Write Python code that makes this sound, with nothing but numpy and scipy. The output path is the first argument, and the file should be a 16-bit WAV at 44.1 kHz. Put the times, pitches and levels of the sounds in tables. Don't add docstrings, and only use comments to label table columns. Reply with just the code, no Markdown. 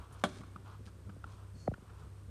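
import sys
import numpy as np
from scipy import signal
from scipy.fft import rfft, irfft
from scipy.io import wavfile

SR = 44100
rng = np.random.default_rng(int(sys.argv[2]) if len(sys.argv) > 2 else 0)


def transcribe(u):
    v = np.clip(np.atleast_2d(u).T, -1, 1)
    q = np.round(v * 32767).astype(np.int16)
    wavfile.write(sys.argv[1], SR, q)


N = 101429


def amp(db):
    return 10 ** (np.asarray(db) / 20)


def unit(x):
    return x / np.sqrt(np.mean(x ** 2) + 1e-20)


def at_hz(points, hz):
    f, value = np.transpose(points)
    return np.interp(np.log(hz + 0.0011), np.log(f), value)


def add(mix, start_s, sound):
    at = round(start_s * SR)
    sound = sound[max(-at, 0):]
    part = mix[max(at, 0):][:len(sound)]
    part += sound[:len(part)]


def colour(x, spectrum, scale=1):
    hz = np.fft.rfftfreq(len(x), 1 / SR)
    return unit(irfft(rfft(x) * amp(at_hz(spectrum, hz / scale)), len(x)))


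def noise(spectrum, size, scale=1):
    white = irfft(np.exp(2j * np.pi * rng.random(size // 2 + 1)), size)
    return colour(white, spectrum, scale)


def grains(spectrum, size, grain_db):
    rough = rng.standard_normal(size) * amp(grain_db * np.minimum(rng.exponential(1, size), 5))
    return colour(rough, spectrum)


def puffs(rows, spectrum, grain_db, skew):
    t, out = np.arange(16384) / SR, np.zeros(N)
    for start_s, length_s, db in rows:
        swell = np.sin(np.pi * np.minimum(t / length_s, 1) ** skew)
        add(out, start_s, amp(db) * grains(spectrum, len(t), grain_db) * swell)
    return out


def rise(t, rise_s):
    return np.minimum(t / rise_s, 1)


def decay(t, t60_s):
    return np.exp(-np.log(1000) * t / t60_s)


def drift(rate_hz):
    hz = np.fft.rfftfreq(N, 1 / SR)
    return unit(irfft(rfft(rng.standard_normal(N)) / (1 + (hz / rate_hz) ** 4), N))


# (time [s], level [dB])
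KNOCKS = [(0.2381, -18), (0.25, -30.5)]
# (frequency [Hz], level [dB], t60 [s])
POLE_MODES = [(187.4, -3, 0.11), (234.5, -8, 0.12), (295.4, -15.5, 0.25), (377.4, -14, 0.26),
              (598, -6.5, 0.12), (675, -5, 0.067), (798, -4.5, 0.053), (868, -17, 0.093),
              (996, -19.5, 0.13), (1153, -2.5, 0.052), (1345, -4.5, 0.042), (1500, 2.5, 0.032),
              (2286, -9, 0.042), (3274, -5.5, 0.045)]
# (frequency [Hz], level [dB])
CRACK_SPECTRUM = [(100, -27), (250, -8.5), (700, 7), (950, -3), (1500, -2), (2000, -9.5), (2700, -13),
                  (3400, -5), (5000, -18), (9000, -17.5), (11500, -27), (15000, -77)]
# (frequency [Hz], t60 [s])
SPLINTER_T60 = [(1500, 0.15), (10000, 0.14)]


def pole(ring_db=-7, crack_db=-8, splinter_db=-18, crack_t60_s=0.024, attack_s=0.00045):
    t, out = np.arange(16384) / SR, np.zeros(N)
    ring = np.zeros(len(t))
    for hz, db, t60_s in POLE_MODES:
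        envelope = rise(t, max(1.2 / hz, 0.0012)) * decay(t, t60_s)
        ring += amp(db) * envelope * np.sin(2 * np.pi * (hz * t + rng.random()))
    hardest_db = max(db for _, db in KNOCKS)
    for start_s, db in KNOCKS:
        wood = noise(CRACK_SPECTRUM, len(t))
        band_hz, age_s, bands = signal.stft(wood, SR, nperseg=256)
        bands = bands * decay(age_s, at_hz(SPLINTER_T60, band_hz)[:, None])
        splinter = signal.istft(bands, SR, nperseg=256)[1][:len(t)]
        crack = amp(crack_db) * wood * decay(t, crack_t60_s) + amp(splinter_db) * splinter
        glancing = amp(db - hardest_db) ** 0.5
        add(out, start_s, amp(db) * (amp(ring_db) * glancing * ring + crack * rise(t, attack_s)))
    return out


# (time [s], clop level [dB], clop pitch [Hz], thud level [dB])
HOOFBEATS = [(0.408, -59, 1150, -41.5), (.433, -59.5, 1160, -63), (0.5599, -46.5, 1236, -46),
             (0.869, -71.5, 1310, -45.5), (1.092, -59, 1305, -41.5), (1.2407, -43.5, 1380, -57),
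             (1.7384, -47, 1438, -47.5), (1.892, -69.5, 1406, -69)]
# (frequency [x pitch], level [dB])
GRIT_SPECTRUM = [(.3, -0.5), (.7, -0.5), (1, 4), (1.25, 3.5), (1.5, -22), (1.75, -6.5), (3, -18.5),
                 (10, -35)]
# (frequency [Hz], level [dB])
DIRT_SPECTRUM = [(50, -20), (170, 6.5), (350, -6), (600, -22), (12000, -89)]


def hooves(thud_hz=192.4, thud_lead_s=0.00285, dirt_db=-6, soften_db=14):
    t, out = np.arange(8192) / SR, np.zeros(N)
    hardest_db = max(row[1] for row in HOOFBEATS)
    for start_s, clop_db, clop_hz, thud_db in HOOFBEATS:
        weaker_db = hardest_db - clop_db
        grit = amp(-5 + 0.5276 * weaker_db) * noise(GRIT_SPECTRUM, len(t), scale=clop_hz)
        clop = np.sqrt(2) * np.sin(2 * np.pi * clop_hz * t) + grit
        age = t / 2 ** (weaker_db / soften_db)
        clop *= rise(age, 0.0011) * decay(np.maximum(age - 0.0034, 0), 0.015)
        thud = np.sin(2 * np.pi * thud_hz * t) + amp(dirt_db) * noise(DIRT_SPECTRUM, len(t))
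        thud *= rise(t, rise_s=0.0039) * decay(t, t60_s=0.072)
        add(out, start_s, amp(clop_db) * clop)
        add(out, start_s - thud_lead_s, amp(thud_db) * thud)
    return out


# (time [s], peak level [dB], dulling [dB/kHz])
THUMPS = [(1.162, -48, 23.5), (1.6763, -21.5, 1.5), (1.714, -37, 13), (1.777, -50, 21)]
# (frequency [Hz], level [dB])
THUMP_SPECTRUM = [(25, -31), (45, -5), (70, -1), (140, 2.5), (220, -2.5), (350, -7.5), (600, -0.5),
                  (760, -2.5), (950, -22.5), (1300, -19), (1600, -31.5), (2000, -25), (2700, -50),
                  (6000, -84)]


def thumps(lag_cycles=2.6, knee_hz=27.7, lead_samples=256):
    hz, out = np.fft.rfftfreq(8192, 1 / SR), np.zeros(N)
    phase = -2 * np.pi * lag_cycles * np.log(1 + hz / knee_hz)
    for start_s, peak_db, db_per_khz in THUMPS:
        magnitude = amp(at_hz(THUMP_SPECTRUM, hz) - db_per_khz * hz / 1000)
        push = np.roll(irfft(magnitude * np.exp(1j * phase)), lead_samples)
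        add(out, start_s - lead_samples / SR, amp(peak_db) * push / abs(push).max())
    return out


# (time [s], length [s], level [dB])
BLOWS = [(-.01, 0.1, -58), (.645, 0.13, -57.5), (1.255, 0.15, -63.5), (1.97, 0.15, -63.5)]
# (frequency [Hz], level [dB])
BREATH_SPECTRUM = [(250, -4), (700, -1.5), (1100, 6), (1450, 1.5), (1900, -14.5), (3200, -12), (5000, -20),
                   (9000, -31)]


def breath():
    return puffs(BLOWS, BREATH_SPECTRUM, grain_db=4, skew=0.52)


# (time [s], length [s], level [dB])
SPRAYS = [(.18, 0.056, -68), (.289, 0.015, -53.5), (.32, 0.12, -63), (.85, 0.056, -64.5),
          (1.26, 0.14, -71.5), (1.97, 0.099, -74)]
# (frequency [Hz], level [dB])
SPRAY_SPECTRUM = [(500, -2), (1500, 0), (3000, 2), (5500, 0.5), (9500, -5.5), (13500, -30)]
# (time [s], length [s], level [dB])
SWEEP = (1.54, 0.16, -64.5)
# (frequency [Hz], level [dB])
SWEEP_SPECTRUM = [(1000, 4), (4000, -15), (4370, 16), (4750, -1), (6500, 2), (8000, -3), (15000, -28)]


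def sand():
    sprays = puffs(SPRAYS, SPRAY_SPECTRUM, grain_db=7, skew=0.73)
    return sprays + puffs([SWEEP], SWEEP_SPECTRUM, grain_db=3.5, skew=1)


# (frequency [Hz], level [dB])
TACK_SPECTRUM = [(5000, -9.5), (10000, 0), (15000, -19)]


def tack(start_s=0.123, length_s=0.035, level_db=-65):
    return puffs([(start_s, length_s, level_db)], TACK_SPECTRUM, grain_db=4, skew=0.45)


# (frequency [Hz], level [dB])
ECHO_SPECTRUM = [(150, 1), (700, -17), (1300, -13.5), (2600, -7.5), (3300, -12), (4500, -0.5),
                 (12000, -1.5)]
# (frequency [Hz], t60 [s])
ECHO_T60 = [(200, 0.95), (1300, 1), (4000, 0.77), (10000, 0.49)]


def echoes(x, gain_db=-16.5, build_s=0.085, blur_hz=71.7):
    hz, t, bands = signal.stft(rng.standard_normal(SR), SR, nperseg=256)
    envelope = rise(t, build_s) * decay(t, at_hz(ECHO_T60, hz)[:, None])
    bands = bands * envelope * amp(at_hz(ECHO_SPECTRUM, hz))[:, None]
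    tail = signal.istft(bands, SR, nperseg=256)[1]
    wet = signal.fftconvolve(x, tail / np.linalg.norm(tail))[:N]
    blur = np.exp(2j * np.pi * np.cumsum(blur_hz * drift(blur_hz)) / SR)
    return amp(gain_db) * (signal.hilbert(wet) * blur).real


# (frequency [Hz], level [dB])
ENGINE_ORDERS = [(65.8, -56), (98.7, -51.5), (148, -67.5), (197, -71)]
# (time [s], gain [dB])
ENGINE_GAIN = [(0, -4), (.4, -1), (.75, -3), (1.68, -1), (1.78, -29), (1.86, -9), (1.97, -2), (2.3, -3)]


def engine(waver_db=1.0, wander_hz=0.97):
    t, hum = np.arange(N) / SR, np.zeros(N)
    for hz, db in ENGINE_ORDERS:
        gain = np.sqrt(2) * amp(db + waver_db * drift(6.6))
        cycles = np.cumsum(hz + wander_hz * drift(7.2)) / SR + rng.random()
        hum += gain * np.sin(2 * np.pi * cycles)
    return hum * amp(np.interp(t, *np.transpose(ENGINE_GAIN)))


# (frequency [Hz], level [dB])
AIR_SPECTRUM = [(20, -14.5), (70, 8.5), (130, 3), (250, -6), (450, -7.5), (750, -19.5), (1250, -17),
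                (2100, -24), (4000, -28), (7000, -30), (9000, -33.5), (13500, -35.5), (15000, -80)]


def air(hiss_db=-58, gust_db=3.0, wind_top_hz=500, rustle_db=-74):
    hiss = noise(AIR_SPECTRUM, N)
    wind = signal.sosfiltfilt(signal.butter(2, wind_top_hz, fs=SR, output="sos"), hiss)
    rustle = grains(BREATH_SPECTRUM, N, grain_db=4.9)
    gusts = wind * (amp(gust_db * drift(18)) - 1)
    return amp(hiss_db) * (hiss + gusts) + amp(rustle_db + 6 * drift(5.4)) * rustle


def buzz(centre_hz=8640, width_hz=1030, level_db=-80, rates_hz=(60, 90, 150, 240)):
    t, hz = np.arange(N) / SR, np.fft.rfftfreq(N, 1 / SR)
    depth = 0.65 * amp(-drift(4.2))
    flutter = sum(np.cos(2 * np.pi * (rate * t + rng.random())) for rate in rates_hz)
    band = np.exp(-((hz - centre_hz) / width_hz) ** 2)
    hiss = irfft(rfft(rng.standard_normal(N)) * band, N)
    return amp(level_db) * unit((1 + depth * flutter) * hiss)


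def scene():
    horse = pole() + hooves() + breath() + tack()
    return (horse + sand() + echoes(horse) + thumps() + engine() + air() + buzz())[None]


def record(dry):
    lowpass = signal.firwin(255, 14700, window=("kaiser", 8), fs=SR)
    return signal.oaconvolve(dry, lowpass[None], "same")


dry = scene()
out = record(dry)
transcribe(out)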